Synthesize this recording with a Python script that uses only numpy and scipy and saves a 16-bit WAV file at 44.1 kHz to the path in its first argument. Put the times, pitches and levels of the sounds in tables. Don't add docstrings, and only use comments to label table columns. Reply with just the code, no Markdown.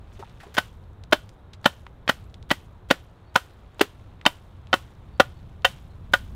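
import sys
import numpy as np
from scipy import signal
from scipy.fft import rfft, irfft
from scipy.io import wavfile
from scipy.ndimage import uniform_filter1d

SR = 44100
rng = np.random.default_rng(int(sys.argv[2]) if len(sys.argv) > 2 else 0)


def wav_out(sig):
    wavfile.write(sys.argv[1], SR, np.round(np.clip(np.atleast_2d(sig).T, -1, 1) * 32767).astype(np.int16))


N = 280035
SPAN = 16384


def amp(db):
    return 10 ** (np.asarray(db) / 20)


def read(points, hz):
    f, value = np.transpose(points)
    return np.interp(np.log(hz + 1), np.log(f + 1), value)


def evened(x):
    return x / np.sqrt(np.mean(x ** 2) + 1e-20)


def burst(x):
    return x * np.sqrt(SR / 100 / (np.sum(x ** 2) + 1e-20))


def add(mix, s, sound):
    part = mix[max(round(s * SR), 0):][:len(sound)]
    part += sound[:len(part)]


def colour(x, points):
    log_gain = np.log(amp(read(points, abs(np.fft.fftfreq(4096, 1 / SR)))))
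    taps = np.fft.ifft(np.exp(np.conj(signal.hilbert(log_gain)))).real
    return signal.fftconvolve(x, taps[:len(taps) // 2])[:len(x)]


def ring(x, hz, t60):
    r = np.exp(-np.log(1000) / (t60 * SR))
    return signal.lfilter([1, 0, -1], [1, -2 * r * np.cos(2 * np.pi * hz / SR), r * r], x)


def swing(pressure, hz, t60):
    decay = np.exp(-np.log(1000) / (t60 * SR))
    size = signal.lfilter([1], [1, -decay], pressure)
    turns = hz * np.arange(len(size)) / SR + rng.random()
    return burst(size * np.sin(2 * np.pi * turns))


def grains(t, per_s, spread_db):
    size = amp(spread_db * np.minimum(rng.exponential(1, len(t)), 4))
    sign = rng.choice([-1, 1], len(t))
    return size * sign * (rng.random(len(t)) < per_s / SR)


def stems(t, per_s, spread_db, count=10):
    pitches = np.linspace(800, 15000, count) + rng.uniform(-500, 500, count)
    stem_t60_s = 0.0015
    return sum(ring(grains(t, per_s / count, spread_db), hz, stem_t60_s) for hz in pitches)


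def contacts(pressure):
    force = pressure * rng.standard_normal(len(pressure))
    gate = np.sqrt(np.minimum(pressure * 10, 1))
    for _ in range(2):
        z = rfft(force)
        local_power = uniform_filter1d(abs(z) ** 2, size=40)
        force = irfft(z / np.sqrt(local_power + 1e-12)) * gate
    return force


# (f/Hz, level/dB)
AIR = [(60, -33.5), (120, -28.5), (200, -7.5), (370, -5), (700, -9), (1000, -10), (1500, -16), (2200, -25),
       (2900, -28), (3800, -25), (4800, -41), (8000, -45.5), (16000, -55.5)]
# (f/Hz, level/dB)
RUMBLE = [(12, -11), (25, -10), (45, -2.5), (95, 0), (130, -8.5), (200, -15), (350, -30.5), (900, -63)]
# (t/s, level/dB)
RUMBLE_DB = [(0, -45.5), (.5, -47), (.9, -43.5), (1.4, -48.5), (2.4, -44), (3.5, -51.5), (4.1, -46),
             (4.9, -45.5), (5.4, -42), (5.9, -43), (6.35, -36.5)]
AIR_DB = -57.5


def outdoors():
    hz = np.fft.rfftfreq(N, 1 / SR)
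    t = np.arange(N) / SR

    def shaped_noise(shape):
        return evened(irfft(rfft(rng.standard_normal(N)) * amp(read(shape, hz)), N))

    air = shaped_noise(AIR)
    rumble = shaped_noise(RUMBLE)
    swell = amp(np.interp(t, *np.transpose(RUMBLE_DB)))
    return amp(AIR_DB) * air + swell * rumble


# (t/s, f/Hz)
WHISTLES = [(3.25, 4420), (3.48, 4100), (5.12, 4500), (5.34, 4390), (5.89, 4150)]
WHISTLE_S, WHISTLE_DB = 0.07, -74.5


def whistle(hz):
    count = int(WHISTLE_S * SR)
    breath = rng.standard_normal(count)
    note = ring(ring(breath, hz, .012), hz, .008)
    return amp(WHISTLE_DB) * evened(note) * signal.windows.tukey(count)


# (f/Hz, level/dB per Hz)
CLOTH = [(300, -1), (1000, 7.5), (3500, 5.5), (5000, -5.5), (8000, -9), (11000, -15.5), (16000, -16.5)]
# (t/s, level/dB)
JACKET_DB = [(0, -71), (.22, -59), (.45, -64), (.67, -66), (.76, -78), (2.8, -81), (3.4, -69), (6.35, -70)]
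CRINKLE_DB, CRINKLE_S = 1.5, 0.082


def jacket():
    t = np.arange(N) / SR
    knots = np.arange(0, N / SR, CRINKLE_S)
    clumps = np.interp(t, knots, rng.standard_normal(N)[:len(knots)])
    folds = stems(t, per_s=2300, spread_db=1.5)
    crinkle = colour(amp(CRINKLE_DB * clumps) * folds, CLOTH)
    return amp(np.interp(t, *np.transpose(JACKET_DB))) * evened(crinkle)


# (t/s, time scale/s, level/dB, centre f/Hz)
SCUFFS = [(.125, 0.053, -70.5, 5900), (.19, 0.037, -45.5, 410), (.195, 0.071, -64, 1960),
          (.399, 0.04, -54, 1700), (.43, 0.035, -50.5, 810), (.455, 0.062, -52.5, 412)]


def scuff(length, db, hz):
    t = np.arange(int(2 * length * SR)) / SR
    stroke = t / length * np.exp(-4 * t / length)
    grit = grains(t, per_s=21000, spread_db=3.0)
    return amp(db - 2.0) * evened(ring(stroke * grit, hz, 6 / hz))


# (t/s, lowest mode f/Hz, level of that mode/dB)
TAPS = [(.226, 833, -39.5)]


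def tap(hz, db):
    t = np.arange(SPAN) / SR
    push = np.exp(-t / 0.0015) + 0.51 * np.exp(-.5 * ((t - .009) / 0.00034) ** 2)
    low = swing(push, hz, 0.015)
    middle = amp(0.5) * swing(push, 1.1 * hz, 0.025)
    high = amp(-6.5) * swing(push, 1.55 * hz, 0.012)
    return amp(db) * (low + middle + high)


TICKS_PER_S, TICK_T60_S = 3, .014
TICK_DB, TICK_SPREAD_DB, TICK_HZ = -70.5, 4, 5200


def ticks():
    rows = []
    for when, size, pitch in rng.random((round(TICKS_PER_S * N / SR), 3)):
        db = TICK_DB + TICK_SPREAD_DB * (2 * size - 1)
        hz = TICK_HZ * 2 ** (pitch - .5)
        rows.append((when * N / SR, db, hz, TICK_T60_S))
    return rows


# (t/s, level/dB, f/Hz, t60/s)
SNAPS = [(.295, -61, 3700, .026), (.402, -54, 1800, .053), (.431, -63.5, 7900, .02),
         (1.037, -52, 3680, .014), (1.292, -54.5, 4630, 0.0069), (1.533, -48, 3460, .05),
         (1.866, -44.5, 950, 0.017), (2.342, -51, 3300, 0.022), (2.427, -55.5, 3500, .008),
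         (4.213, -50.5, 1900, 0.015), (4.671, -57.5, 2800, 0.0098), (5.621, -60.5, 3200, .015)]


def snap(db, hz, t60):
    t = np.arange(SPAN) / SR
    crack = ring(contacts(amp(-60 * t / t60)), 1.1 * hz, 1.5 / hz)
    tick = colour(crack, CLOTH)
    stem = ring(crack, hz, 12 / hz)
    return amp(db) * (amp(-6.5) * burst(stem) + amp(-1.5) * burst(tick))


# (f/Hz, level/dB per Hz)
RUSTLE = [(200, -15.5), (1000, 0.5), (3300, -3.5), (5000, -8.5), (8000, -11), (11000, -14.5),
          (14000, -14.5), (16000, -16)]
# (t/s, length/s, level/dB)
SWEEPS = [(.54, .02, -39.5), (.61, .085, -54)]
BRUSH_S = .016


def brush(length, db):
    t = np.arange(int(length * SR)) / SR
    flicks = signal.windows.tukey(len(t), .4) * grains(t, per_s=3100, spread_db=6.0)
    return amp(db) * burst(colour(flicks, RUSTLE))


# (f/Hz, t60/s)
YARD = [(150, .2), (600, .28), (1500, .28), (3300, .26), (8000, .25), (16000, .2)]


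def yard(x):
    t = np.arange(SR // 2) / SR
    near = grains(t, per_s=2100, spread_db=0) * (t > .005) * np.exp(-t / 0.011)
    hz, when, z = signal.stft(rng.standard_normal(len(t)), SR, nperseg=256)
    decay = amp(-60 * when / read(YARD, hz)[:, None])
    far = signal.istft(z * decay, SR, nperseg=256)[1][:len(t)]
    far *= np.minimum(t / .02, 1)
    echo = amp(-16.5) * near / np.linalg.norm(near) + amp(-35.0) * far / np.linalg.norm(far)
    return x + signal.fftconvolve(x, echo)[:len(x)]


# (f/Hz, level/dB per Hz)
CLATTER = [(100, -15), (450, -1.5), (620, 5), (1000, 3.5), (1600, 4.5), (2300, -2.5), (3300, -2),
           (4200, -8), (5200, -13.5), (7000, -25.5), (10000, -38.5), (16000, -44.5)]
# (f/Hz, level/dB)
BOARD = [(551, -20), (660, -32), (754, -22), (885, -33), (1000, -32.5), (1210, -25), (1460, -16.5),
         (1590, -43), (1820, -24), (1925, -22.5), (2700, -21), (3062, -15), (3230, -27.5), (3640, -24)]
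# (f/Hz, t60/s)
BOARD_T60 = [(550, .075), (1450, .055), (3000, .04)]
# (full contact t/s, first touch t/s, touch against the full blow level/dB, contact spread t/s,
#   force level/dB, flatness from 0 = on its edge to 1 = whole face, thud of the bundle f/Hz,
#   note that the landing spot favours f/Hz, low, middle and high board modes level/dB,
#   loose straw on the way in level/dB)
BLOWS = [ (0.583, .5687, -9, 0.0034, -1.5, 0.55, 214, 1516, -8, -9.5, -9.5, -48),
         (1.13, 1.124, -5.5, 0.0026, 2.5, 0.88, 300, 620, -4.5, 3.5, -3.5, -53),
         (1.66, 1.644, -22.5, 0.002, 0, 0.99, 213, 862, 3.5, 7.5, 2, -64.5),
         (2.095, 2.078, -9, 0.0031, -0.5, 0.83, 215, 1900, -5.5, 4, -6.5, -67),
         (2.514, 2.5049, -6, 0.0028, -1.5, 0.91, 205, 1929, -1.5, -23.5, -11, -47.5),
         (2.911, 2.9026, -14.5, 0.0024, 1, 0.96, 250, 545, -3, -0.5, -3.5, -52.5),
         (3.3603, 3.3559, -8.5, 0.0014, 0.5, 0.68, 200, 1006, 0, 5, -12, -51),
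         (3.8131, 3.7949, -20, 0.0019, 0, 1, 325, 386, 3, -10, -2.5, -62.5),
         (4.264, 4.254, -11, 0.0015, 2.5, 0.79, 220, 881, 2.5, -4.5, 7, -73),
         (4.74, 4.7296, 4.5, 0.00088, -1, 0.72, 270, 1278, -0.5, 6.5, 1, -67),
         (5.2018, 5.198, -5, 0.0032, 3, 0.96, 290, 569, 12, 12, 1.5, -72),
         (5.651, 5.6461, 1.5, .0017, 0, 0, 276, 2758, 3, 2, 4, -73),
         (6.1379, 6.135, 1, 0.001, -1, 0.17, 230, 1583, 2, 9.5, -1.5, -53)]
CLATTER_DB, THUD_DB, FAVOURED_DB = (-15.5, -14), (-38, -18), (-14.5, -19)
CRUNCH_DB, SETTLE_DB = (-25, -29), (-33, -39)
FREEDOM = (0.8, 0.35)
CRUNCH_PER_DB = 0.4
CUSHION, SETTLE_CUSHION = 0.3, .05
CRACK_DB, CRACK_SHARE, CRACK_HZ = -33, .3, 3000


def blow(full_s, touch_s, touch_db, spread, force_db, flat, thud_hz, favoured_hz, low_db, mid_db, high_db):
    clatter_db, thud_db, favoured_db, crunch_db, settle_db, freedom = (
        np.interp(flat, [0, 1], ends)
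        for ends in (CLATTER_DB, THUD_DB, FAVOURED_DB, CRUNCH_DB, SETTLE_DB, FREEDOM))
    t = np.arange(SPAN) / SR
    late = t - (full_s - touch_s)

    def landing(width):
        return np.exp(-.5 * (late / width) ** 2)

    def after(fade_s):
        return (late > 0) * np.exp(-abs(late) / fade_s)

    push = amp(touch_db) * np.exp(-t / 0.0033) + landing(spread)
    force = contacts(push + amp(-17) * after(0.0093))
    clatter = amp(clatter_db) * burst(colour(force, CLATTER))
    crack = snap(CRACK_DB + CRACK_SHARE * touch_db, CRACK_HZ, t60=0.046)

    shove = landing(0.0013) * np.cos(2 * np.pi * thud_hz * late)
    thud = -amp(thud_db) * burst(ring(shove, thud_hz, 0.007))
    favoured = amp(favoured_db) * swing(push, favoured_hz, 0.015)

    spot = [(750, low_db), (1460, mid_db), (2700, high_db)]
    board = np.zeros(SPAN)
    for hz, db in BOARD:
        mode = swing(push ** 2, hz, freedom * read(BOARD_T60, hz))
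        board += amp(db + read(spot, hz)) * mode

    driven = np.exp(-.5 * ((late - .0008) / spread) ** 2) + amp(-4.5) * after(0.0094)
    crushed = colour(driven * grains(t, per_s=19000, spread_db=0.5), RUSTLE)
    crunch = amp(crunch_db + CRUNCH_PER_DB * force_db - CUSHION * touch_db) * burst(crushed)

    sliding = after(0.028) * stems(t, per_s=8300, spread_db=2.5)
    stragglers = after(.11) * stems(t, per_s=900, spread_db=2.2)
    settled = colour(sliding + amp(-8) * stragglers, RUSTLE)
    settle = amp(settle_db - SETTLE_CUSHION * touch_db) * burst(settled)

    chatter = after(0.054) * grains(t, per_s=3400, spread_db=2.0)
    roof = amp(settle_db - 8) * burst(ring(chatter, 3100, 0.0041))
    return amp(force_db) * (clatter + thud + favoured) + amp(-5.5) * board + crack + crunch + settle + roof


def scene():
    mix = jacket() + outdoors()
    small = np.zeros(N)
    for full_s, touch_s, *landing, brush_db in BLOWS:
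        add(small, touch_s - BRUSH_S, brush(BRUSH_S, brush_db))
        add(mix, touch_s, yard(blow(full_s, touch_s, *landing)))
    sources = ((WHISTLES, whistle), (SCUFFS, scuff), (TAPS, tap), (SNAPS + ticks(), snap), (SWEEPS, brush))
    for table, source in sources:
        for s, *row in table:
            add(small, s, source(*row))
    return (mix + yard(small))[None]


EDGE_HZ = 15780


def record(dry):
    ceiling = .73
    squashed = dry / (1 + (dry / ceiling) ** 6) ** (1 / 6)
    low_pass = signal.firwin(301, EDGE_HZ, window=("kaiser", 9), fs=SR)
    return signal.oaconvolve(squashed, low_pass[None], "same")


dry = scene()
out = record(dry)
wav_out(out)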